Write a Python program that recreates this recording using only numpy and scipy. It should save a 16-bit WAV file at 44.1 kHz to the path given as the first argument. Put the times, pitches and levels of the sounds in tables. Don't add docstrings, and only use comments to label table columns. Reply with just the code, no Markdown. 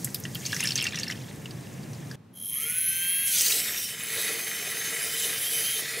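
import sys
import numpy as np
from scipy import signal
from scipy.fft import rfft, irfft, next_fast_len
from scipy.io import wavfile
from scipy.ndimage import uniform_filter1d, map_coordinates

SR = 44100
rng = np.random.default_rng(int(sys.argv[2]) if len(sys.argv) > 2 else 0)


def transcribe(signal):
    frames = np.atleast_2d(signal).T
    limited = np.clip(frames, -1, 1)
    pcm = np.round(limited * 32767).astype(np.int16)
    wavfile.write(sys.argv[1], SR, pcm)


N = 264600
CUT_S = 2.157


def pour():
    # time in seconds, level before the glass in dB, pitch in Hz.
    bubbles = [(0.0463, -8, 7640), (0.073, -24, 1940), (0.1458, -12, 4860), (0.238, -19.5, 6260),
               (0.252, -20.5, 1860), (0.253, -19.5, 2900), (0.3477, -21.5, 4470), (0.3538, -15.5, 3100),
               (0.453, -13, 4450), (0.4622, -6, 6200), (0.521, -18, 5270), (0.5295, -12.5, 1650),
               (0.5447, -11.5, 6160), (0.5642, -11.5, 5650), (0.5652, -16.5, 1950), (0.6037, -12.5, 2040),
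               (0.606, -9.5, 6200), (0.628, -13, 2700), (0.655, -10.5, 5800), (0.6723, -5.5, 5130),
               (.688, -11.5, 5370), (0.707, -9.5, 5360), (0.706, -12.5, 2990), (0.72, -9, 4380),
               (0.756, -2.5, 6110), (0.7624, -23.5, 2670), (0.777, -6, 4560), (0.81, -13.5, 5220),
               (0.825, -12.5, 2670), (0.841, -7.5, 6170), (0.855, -15, 1890), (0.867, -12.5, 2770),
               (.868, -11, 4650), (0.944, -18.5, 1950), (0.957, -13, 5850), (0.974, -20, 2710),
               (0.9872, -12, 5370), (0.9974, -11, 6370), (1.0327, -10, 4540), (1.08, -17, 5280),
               (1.1, -13, 1990), (1.1104, -14.5, 5460), (1.122, -17, 2970), (1.4571, -20.5, 2830),
               (1.508, -21.5, 4680), (1.832, -32, 4640), (1.932, -26.5, 5950), (1.947, -31, 4770),
               (2.112, -26, 1607), (2.113, -23.5, 4730), (3.468, -10.5, 3950), (3.504, -13, 2400),
               (3.522, -6.5, 3850), (3.58, -16, 3800), (3.682, -13, 3560)]
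    # time in seconds, level before filtering in dB, centre in Hz.
    splats = [(0.045, -13.5, 11400), (0.1447, -12.5, 11900), (.1999, -25, 12700), (0.349, -21.5, 12300),
              (0.605, -19, 9600), (0.6383, -17, 10600), (.824, -18.5, 8600), (3.384, -12.5, 7600),
              (3.409, -6, 6940), (3.4163, -8, 9050), (3.482, -11, 6540), (3.601, -20, 5870)]
    # time in seconds, burble level in dB, hiss level in dB.
    stream = [(0, -84, -45), (.25, -70, -51), (.55, -56, -39.5), (.8, -55, -46.5), (.92, -41, -52),
              (1.2, -51.5, -52), (1.4, -61.5, -53.5), (2.157, -60.5, -54.5)]
    # start in seconds, length in seconds, burble in dB.
    glugs = [(.33, 0.079, -54), (.44, 0.022, -45), (.51, 0.016, -37.5), (.6, 0.11, -36.5),
             (.77, 0.12, -36.5), (.94, 0.067, -39), (1.08, 0.037, -39)]
    # frequency in Hz, density in dB per Hz.
    burble_spectrum = [(410, -68), (700, -17), (2680, 2), (3650, -13), (5410, -9), (12000, -51),
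                       (22000, -120)]
    hiss_spectrum = [(900, -48), (2000, -7), (6000, 8.5), (16000, -1)]
    # frequency in Hz, width in Hz, relative level in dB.
    glass_modes = [(1690, 50, -7), (2020, 100, -5), (2750, 38, 3), (4760, 80, -1), (5350, 110, 1),
                   (6310, 90, 2), (8300, 160, -10)]
    glass_ring_db, glug_hiss_db = -1, -14.5

    burble_db, hiss_db, gate = curves(stream)
    glug_db = surges(glugs, rise_db_per_s=515, fall_db_per_s=496)
    s, db, hz = np.transpose(bubbles)
    wet = pops(s, db, hz, cycles=25 + hz / 250, rise=0.056, rough=0.17)
    wet += slaps(bubbles, splats)

    small = swarm(count=3500, hz=4220, octaves=0.645, cycles=40, spread_db=3)
    lumps_db = 3.2 * np.clip(wobble(60), -2, 1)
    burble = .95 * small + .2 * coloured(burble_spectrum)
    wet += gate * amp(np.maximum(burble_db, glug_db) + lumps_db) * burble
    ring = amp(glass_ring_db) * filtered(wet, body(glass_modes))

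    ticks = swarm(count=500, hz=7760, octaves=0.4, cycles=20, spread_db=3.5)
    hiss = coloured(hiss_spectrum) + 0.45 * ticks
    return wet + ring + gate * amp(np.maximum(hiss_db, glug_db + glug_hiss_db)) * hiss


def slaps(bubbles, splats):
    width_hz = 1950
    splat_t60_s, snap_t60_s = .028, 0.051
    snap_db, snap_pitch = -11.5, 0.96
    t = np.arange(SR // 10) / SR
    bursts = [(*row, splat_t60_s) for row in splats]
    bursts += [(s, db + snap_db, hz * snap_pitch, snap_t60_s) for s, db, hz in bubbles]
    out = np.zeros(N)
    for s, db, hz, t60 in bursts:
        burst = amp(db - 60 * t / t60) * rng.standard_normal(len(t))
        out[round(s * SR):][:len(t)] += signal.lfilter(*signal.iirpeak(hz, hz / width_hz, SR), burst)
    return out


def pops(s, db, hz, cycles, rise, rough):
    t = np.arange(int(SR * min(1.2 * np.max(cycles / hz), .04))) / SR
    life = t * (hz / cycles)[:, None]
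    noise = rng.standard_normal(life.shape)
    noise = uniform_filter1d(uniform_filter1d(noise, size=14, axis=1), size=10, axis=1)
    ruffle = (1 + rough * unit(noise)) / (1 + rough)
    attack = (1 - np.exp(-t / .0006)) ** 2
    tone = np.sin(2 * np.pi * hz[:, None] * t * (1 + rise * life))
    wave = ruffle * amp(db[:, None] - 60 * life) * attack * tone
    at = (s[:, None] * SR).astype(int) + np.arange(len(t))
    train = np.bincount(at.ravel(), wave.ravel(), N + len(t))[:N]
    return filtered(train, lambda f: 1 / (1 + (1100 / (f + 1)) ** 4))


def swarm(count, hz, octaves, cycles, spread_db):
    u, z = rng.random((count, 2)), rng.standard_normal(count)
    pitch = hz * 2 ** np.clip(octaves * z, -1.3, 1.2)
    db = -spread_db * np.log(u[:, 1] + .02)
    return unit(pops(u[:, 0] * N / SR, db, pitch, cycles, rise=.12, rough=.5))


def surges(rows, rise_db_per_s, fall_db_per_s):
    t = np.arange(N) / SR
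    levels = []
    for s, hold, db in rows:
        before, after = np.clip(s - t, 0, None), np.clip(t - s - hold, 0, None)
        levels.append(db - rise_db_per_s * before - fall_db_per_s * after)
    return np.max(levels, axis=0)


def motor():
    # time in seconds, brush contacts per second.
    spin_up = [(2.33, 150), (2.43, 264), (2.49, 316), (2.56, 396), (2.63, 449), (2.7, 482), (2.79, 508),
               (3, 524), (3.15, 537), (3.26, 540)]
    # time in seconds, share of the free speed.
    load = [(3.262, 1), (3.3, .978), (3.476, .733), (3.53, .655), (5.37, .645), (5.416, .711),
            (5.454, .724), (5.5, .762), (5.55, .82), (5.62, .81), (5.706, .858), (5.76, .824),
            (5.815, .813), (5.82, .745)]
    # time in seconds, level change in dB.
    swell = [(3.35, -2), (3.75, -26), (3.95, -13.5), (4.2, 0.5), (4.45, -9), (5.1, -5.5), (5.3, -1),
             (5.37, -7.5), (5.43, 1), (5.52, -1.5), (5.81, -4), (5.825, -20)]
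    # frequency in Hz, width in Hz, level in dB per pass.
    ring_modes = [(3120, 190, 10), (5100, 260, 2), (6230, 160, 6)]
    switch_s, fade_in_s = 2.325, .045
    full_speed_db, db_per_decade = -26, 36
    full_load = .34
    smear_free, smear_start, smear_load, smear_power = .08, .12, .78, 9

    t, kept = np.arange(N) / SR, curves(load)[0]
    free = curves(spin_up)[0]
    spun, rate = free / free[-1], free * kept
    db = full_speed_db + db_per_decade * np.log10(spun * kept) + curves(swell)[0]
    gate = np.clip((t - switch_s) / fade_in_s, 0, 1)
    smear = smear_free + smear_start * (1 - spun) ** 2
    smear = smear + smear_load * ((1 - kept) / full_load) ** smear_power
    share = np.clip(smear, 0, .85)
    turns = np.cumsum(rate * (1 + .01 * share * wobble(30))) / 3 / SR
    once_a_turn = 1.5 + np.cos(2 * np.pi * turns)

    clicks, even = brush_clicks(turns, rate, spun)
    shell = handle(clicks, brush_scrape(once_a_turn), share, spun)
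    ring = filtered(filtered(even, body(ring_modes)), body(ring_modes))
    slowed = np.clip((1 - spun * kept) / full_load, .26, .5)
    shell = shell + slowed * (1 - share) ** 2 * spun ** 2 * ring
    onset = np.clip((rate - 300) / 140, .12, 1)
    shaft = spun ** 3 * kept ** 7 * shaft_whine(turns) + amp(-13.0) * bearing_rattle(turns, once_a_turn)
    return gate * amp(db) * (1.01 * shell + (1 - share) * onset * shaft)


def each_turn(harmonics, turns):
    return unit(irfft(np.r_[0, harmonics], 8192))[(turns % 1 * 8192).astype(int)]


def brush_clicks(turns, rate, spun):
    # size in dB, offset in turns.
    segments = [(0, 0), (-5, .0016), (-2, -.0011)]
    hollow_hz, half_width_hz, depth = 4800, 1250, .7
    order = np.arange(1, 130)[:, None]
    size_db, offset = np.transpose(segments)
    phase = np.exp(-2j * np.pi * order * (np.arange(3) / 3 + offset))
    uneven = each_turn(np.sum(amp(size_db) * phase, axis=1), turns) * np.sqrt(rate / 540)
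    even = each_turn(order[:, 0] % 3 == 0, turns)
    clicks = spun ** 3 * uneven + (1 - spun ** 3) * even * np.sqrt(rate / 540)
    hollow = lambda f: 1 - depth / (1 + ((f - hollow_hz) / half_width_hz) ** 4)
    return filtered(clicks, hollow), even


def brush_scrape(once_a_turn):
    return unit(rng.standard_normal(N) * once_a_turn * amp(2 * wobble(80)))


def handle(clicks, scrape, share, spun):
    # frequency in Hz, width in Hz, relative level in dB.
    handle_modes = [(449.3, 8.7, -17.5), (3199, 110, -2.5), (4060, 300, -10.5), (5270, 410, -12),
                    (6330, 460, -13), (9210, 480, -14.5), (9980, 99, -4), (10730, 175, 5), (11370, 434, -1),
                    (13500, 3000, -13), (16000, 460, -10.5)]
    treble_hz, treble_power = 7500, 5
    clean = (1 - share) * np.array([np.ones(N), spun ** treble_power])
    treble = lambda f: 1 / (1 + (treble_hz / (f + 1)) ** 10)
    mixture = np.sqrt(clean) * clicks + np.sqrt(1 - clean) * scrape
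    bands = filtered(mixture, lambda f: np.array([1 - treble(f), treble(f)]))
    return patchy(unit(filtered(bands.sum(axis=0), body(handle_modes))), depth_db=2.6)


def bearing_rattle(turns, once_a_turn):
    knocks = each_turn(np.ones(30), turns)
    loose = rng.standard_normal(N) * once_a_turn + .7 * knocks
    return unit(filtered(filtered(loose, body([(2144, 470, 0)])), body([(2640, 1940, 0)])))


def shaft_whine(turns):
    orders = [9, 15, 24]
    order_db = [-13, -18, -22]
    return sum(amp(db + wobble(8)) * np.sin(2 * np.pi * k * turns) for k, db in zip(orders, order_db))


def whisk():
    # time in seconds, spray level in dB, churn level in dB.
    stirring = [(3.255, -55, -64), (3.275, -34.5, -64), (3.305, -37.5, -61), (3.33, -32, -68),
                (3.41, -30.5, -44), (3.47, -29.5, -39), (3.6, -32.5, -38), (3.72, -35.5, -37),
                (3.85, -38.5, -47.5), (3.97, -46.5, -41.5), (4.2, -38.5, -35.5), (4.32, -40, -34.5),
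                (4.45, -42, -39), (5, -39.5, -36.5), (5.22, -36.5, -39.5), (5.3, -37.5, -35.5),
                (5.5, -40.5, -42.5), (5.6, -36, -39), (5.72, -39, -43.5), (5.81, -41, -39),
                (5.83, -37, -38.5), (6, -36.5, -38.5)]
    # frequency in Hz, width in Hz, depth from 0 to 1.
    dips = [(3304, 260, 1), (6840, 140, 1)]
    late_s = 5.815

    spray_db, churn_db, gate = curves(stirring)
    late = np.arange(N) / SR > late_s
    deep = curves([(3.5, 0.017), (3.8, 0.91)])[0]
    froth = spray(spray_db, deep, late) + churn(churn_db)
    notch = lambda f, hz, w, d: 1 - np.clip(d, 0, 1) / (1 + (2 * (f - hz) / w) ** 2)
    dipped = filtered(froth, lambda f: np.prod([notch(f, *row) for row in dips], axis=0))
    dip_share = deep * ~late
    return gate * ((1 - dip_share) * froth + dip_share * dipped + gurgle(churn_db))


def spray(spray_db, deep, late):
    # frequency in Hz, density in dB per Hz.
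    mist_spectrum = [(710, -22), (1200, -40), (1400, -17.5), (3050, -6), (3870, -4), (9000, -2),
                     (12500, -5), (16000, -4)]
    # frequency in Hz, width in Hz, level in dB.
    band_modes = [
        [(3054, 148, 10), (3590, 130, 11.5), (3880, 46, 6.5), (6340, 130, 11.5)],
        [(1950, 110, 19.5), (4440, 76, 6.5), (5030, 63, 1), (7400, 75, 10.5)],
    ]
    direct_db = [1, -5]
    drops = swarm(count=7000, hz=6500, octaves=.6, cycles=10, spread_db=2)
    mist = patchy(1.71 * coloured(mist_spectrum), depth_db=3.0) + 0.32 * drops
    before, after = (filtered(mist, body(modes)) for modes in band_modes)
    direct = amp(np.where(late, direct_db[1], direct_db[0])) * mist
    return amp(spray_db + wobble(45)) * (direct + deep * np.where(late, after, before))


def churn(churn_db):
    # frequency in Hz, width in Hz, relative level in dB.
    churn_modes = [(1364, 130, -7), (1560, 170, -4.5), (2026, 373, 0), (2514, 100, 1.5), (3260, 900, -7.5),
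                   (3810, 80, -6)]
    slosh = rng.standard_normal(N) * amp(2.5 * wobble(130))
    return amp(churn_db) * unit(filtered(filtered(slosh, body(churn_modes)), body([(2250, 14000, 0)])))


def gurgle(churn_db):
    # frequency in Hz, width in Hz, relative level in dB.
    hollow_modes = [(290, 70, -6), (447, 55, 0), (680, 160, -9)]
    # time in seconds, peak level in dB.
    low_swells = [(3.57, -44.5), (4.3, -39.5), (5.286, -41), (5.6, -46.5), (5.78, -44), (5.96, -44.5)]
    opening_s = (3.4, 3.8)
    vortex_db, swell_db_per_s = -12.5, 130
    opened = np.interp(np.arange(N) / SR, opening_s, [0, 1])
    swell_db = surges([(s, 0, db) for s, db in low_swells], swell_db_per_s, swell_db_per_s)
    slosh = rng.standard_normal(N) * amp(2.5 * wobble(40))
    level = np.maximum(opened * amp(churn_db + vortex_db), amp(swell_db))
    return level * unit(filtered(filtered(slosh, body(hollow_modes)), body([(445, 800, 0)])))


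def walls(x, wide):
    # frequency in Hz, t60 in seconds.
    decay = [(500, 0.52), (3000, 0.059), (12000, 0.12)]
    hz, t, z = signal.stft(rng.standard_normal((2, SR // 3)), SR, nperseg=256)
    tail = signal.istft(z * amp(-60 * t / along(decay, hz)[:, None]), SR, nperseg=256)[1]
    tail = tail[0] + wide * np.array([tail[1], -tail[1]])
    delayed = np.pad(x, (150, 0))[None]
    return signal.fftconvolve(delayed, tail / np.linalg.norm(tail[0]), axes=1)[:, :N]


def kitchen():
    # frequency in Hz, density in dB per Hz.
    rumble_spectra = [
        [(20, -32), (59, -27.5), (124, 1), (293, -11.5), (1530, -31), (1700, -25.5), (1850, -26.5), (3000, -34),
         (3900, -36.5), (6600, -120)],
        [(20, -26), (70, -40), (98, -6), (168, -5.5), (248, -10.5), (285, -15.5), (367, -18.5), (976, -27.5),
         (16000, -53)],
    ]
    rumble_db = [-39.5, -52]
    # frequency in Hz, correlation up to 1.
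    likeness = [(60, 1), (250, 0.93), (700, 0.26), (2000, 0.91), (8000, 0.32)]
    first = curves([(0, 0), (CUT_S, 0)])[-1]
    turn = lambda hz: np.arccos(np.clip(along(likeness, hz), -1, 1)) / 2
    out = 0
    for spectrum, db, gate in zip(rumble_spectra, rumble_db, (first, 1 - first)):
        pair = np.array([coloured(spectrum), coloured(spectrum)])
        mid, side = filtered(pair, lambda hz: np.array([np.cos(turn(hz)), np.sin(turn(hz))]))
        out = out + gate * amp(db) * np.array([mid + side, mid - side])
    return out


def amp(db):
    return 10 ** (np.asarray(db) / 20)


def unit(x):
    return x / np.sqrt(np.mean(x ** 2) + 1e-20)


def along(points, hz):
    f, v = np.transpose(points)
    return np.interp(np.log(hz + 1), np.log(f + 1), v)


def curves(rows):
    s, *cols = np.transpose(rows)
    t = np.arange(N) / SR
    gate = uniform_filter1d(1. * (t >= s[0]) * (t <= max(s[-1], CUT_S)), size=128)
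    return [np.interp(t, s, c) for c in cols] + [gate]


def wobble(rate):
    return map_coordinates(rng.standard_normal(int(N * rate / SR) + 4), [np.arange(N) * rate / SR])


def filtered(x, response):
    m = next_fast_len(N + SR // 2)
    return irfft(rfft(x, m) * response(np.fft.rfftfreq(m, 1 / SR)), m)[..., :N]


def body(modes):
    def response(f):
        return sum((-1) ** k * amp(db) * 1j * f * w / (c * c - f * f + 1j * f * w)
                   for k, (c, w, db) in enumerate(modes))
    return response


def coloured(spectrum):
    return unit(filtered(rng.standard_normal(N), lambda hz: amp(along(spectrum, hz))))


def patchy(x, depth_db):
    z = signal.stft(x, nperseg=1024)[2]
    field = uniform_filter1d(rng.standard_normal(z.shape), size=10, axis=0)
    field = uniform_filter1d(field, size=14, axis=1)
    return signal.istft(z * amp(depth_db * unit(field)), nperseg=1024)[1][:N]


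def scene():
    wet, froth = pour(), motor() + whisk()
    wet, froth = filtered(np.array([wet, froth]), lambda f: 1 / (1 + (200 / (f + 1)) ** 4))
    echo_open = np.abs(np.arange(N) / SR - CUT_S - .5) > .5
    room = walls(wet, wide=0.098) * echo_open + walls(froth, wide=0.011)
    balance = amp([[-.1], [.1]])
    return (wet + froth) * balance + amp(-9.5) * room + kitchen()


def record(dry):
    top_hz = 15730
    return filtered(dry, lambda hz: 1 / (1 + (hz / top_hz) ** 1000))


dry = scene()
out = record(dry)
transcribe(out)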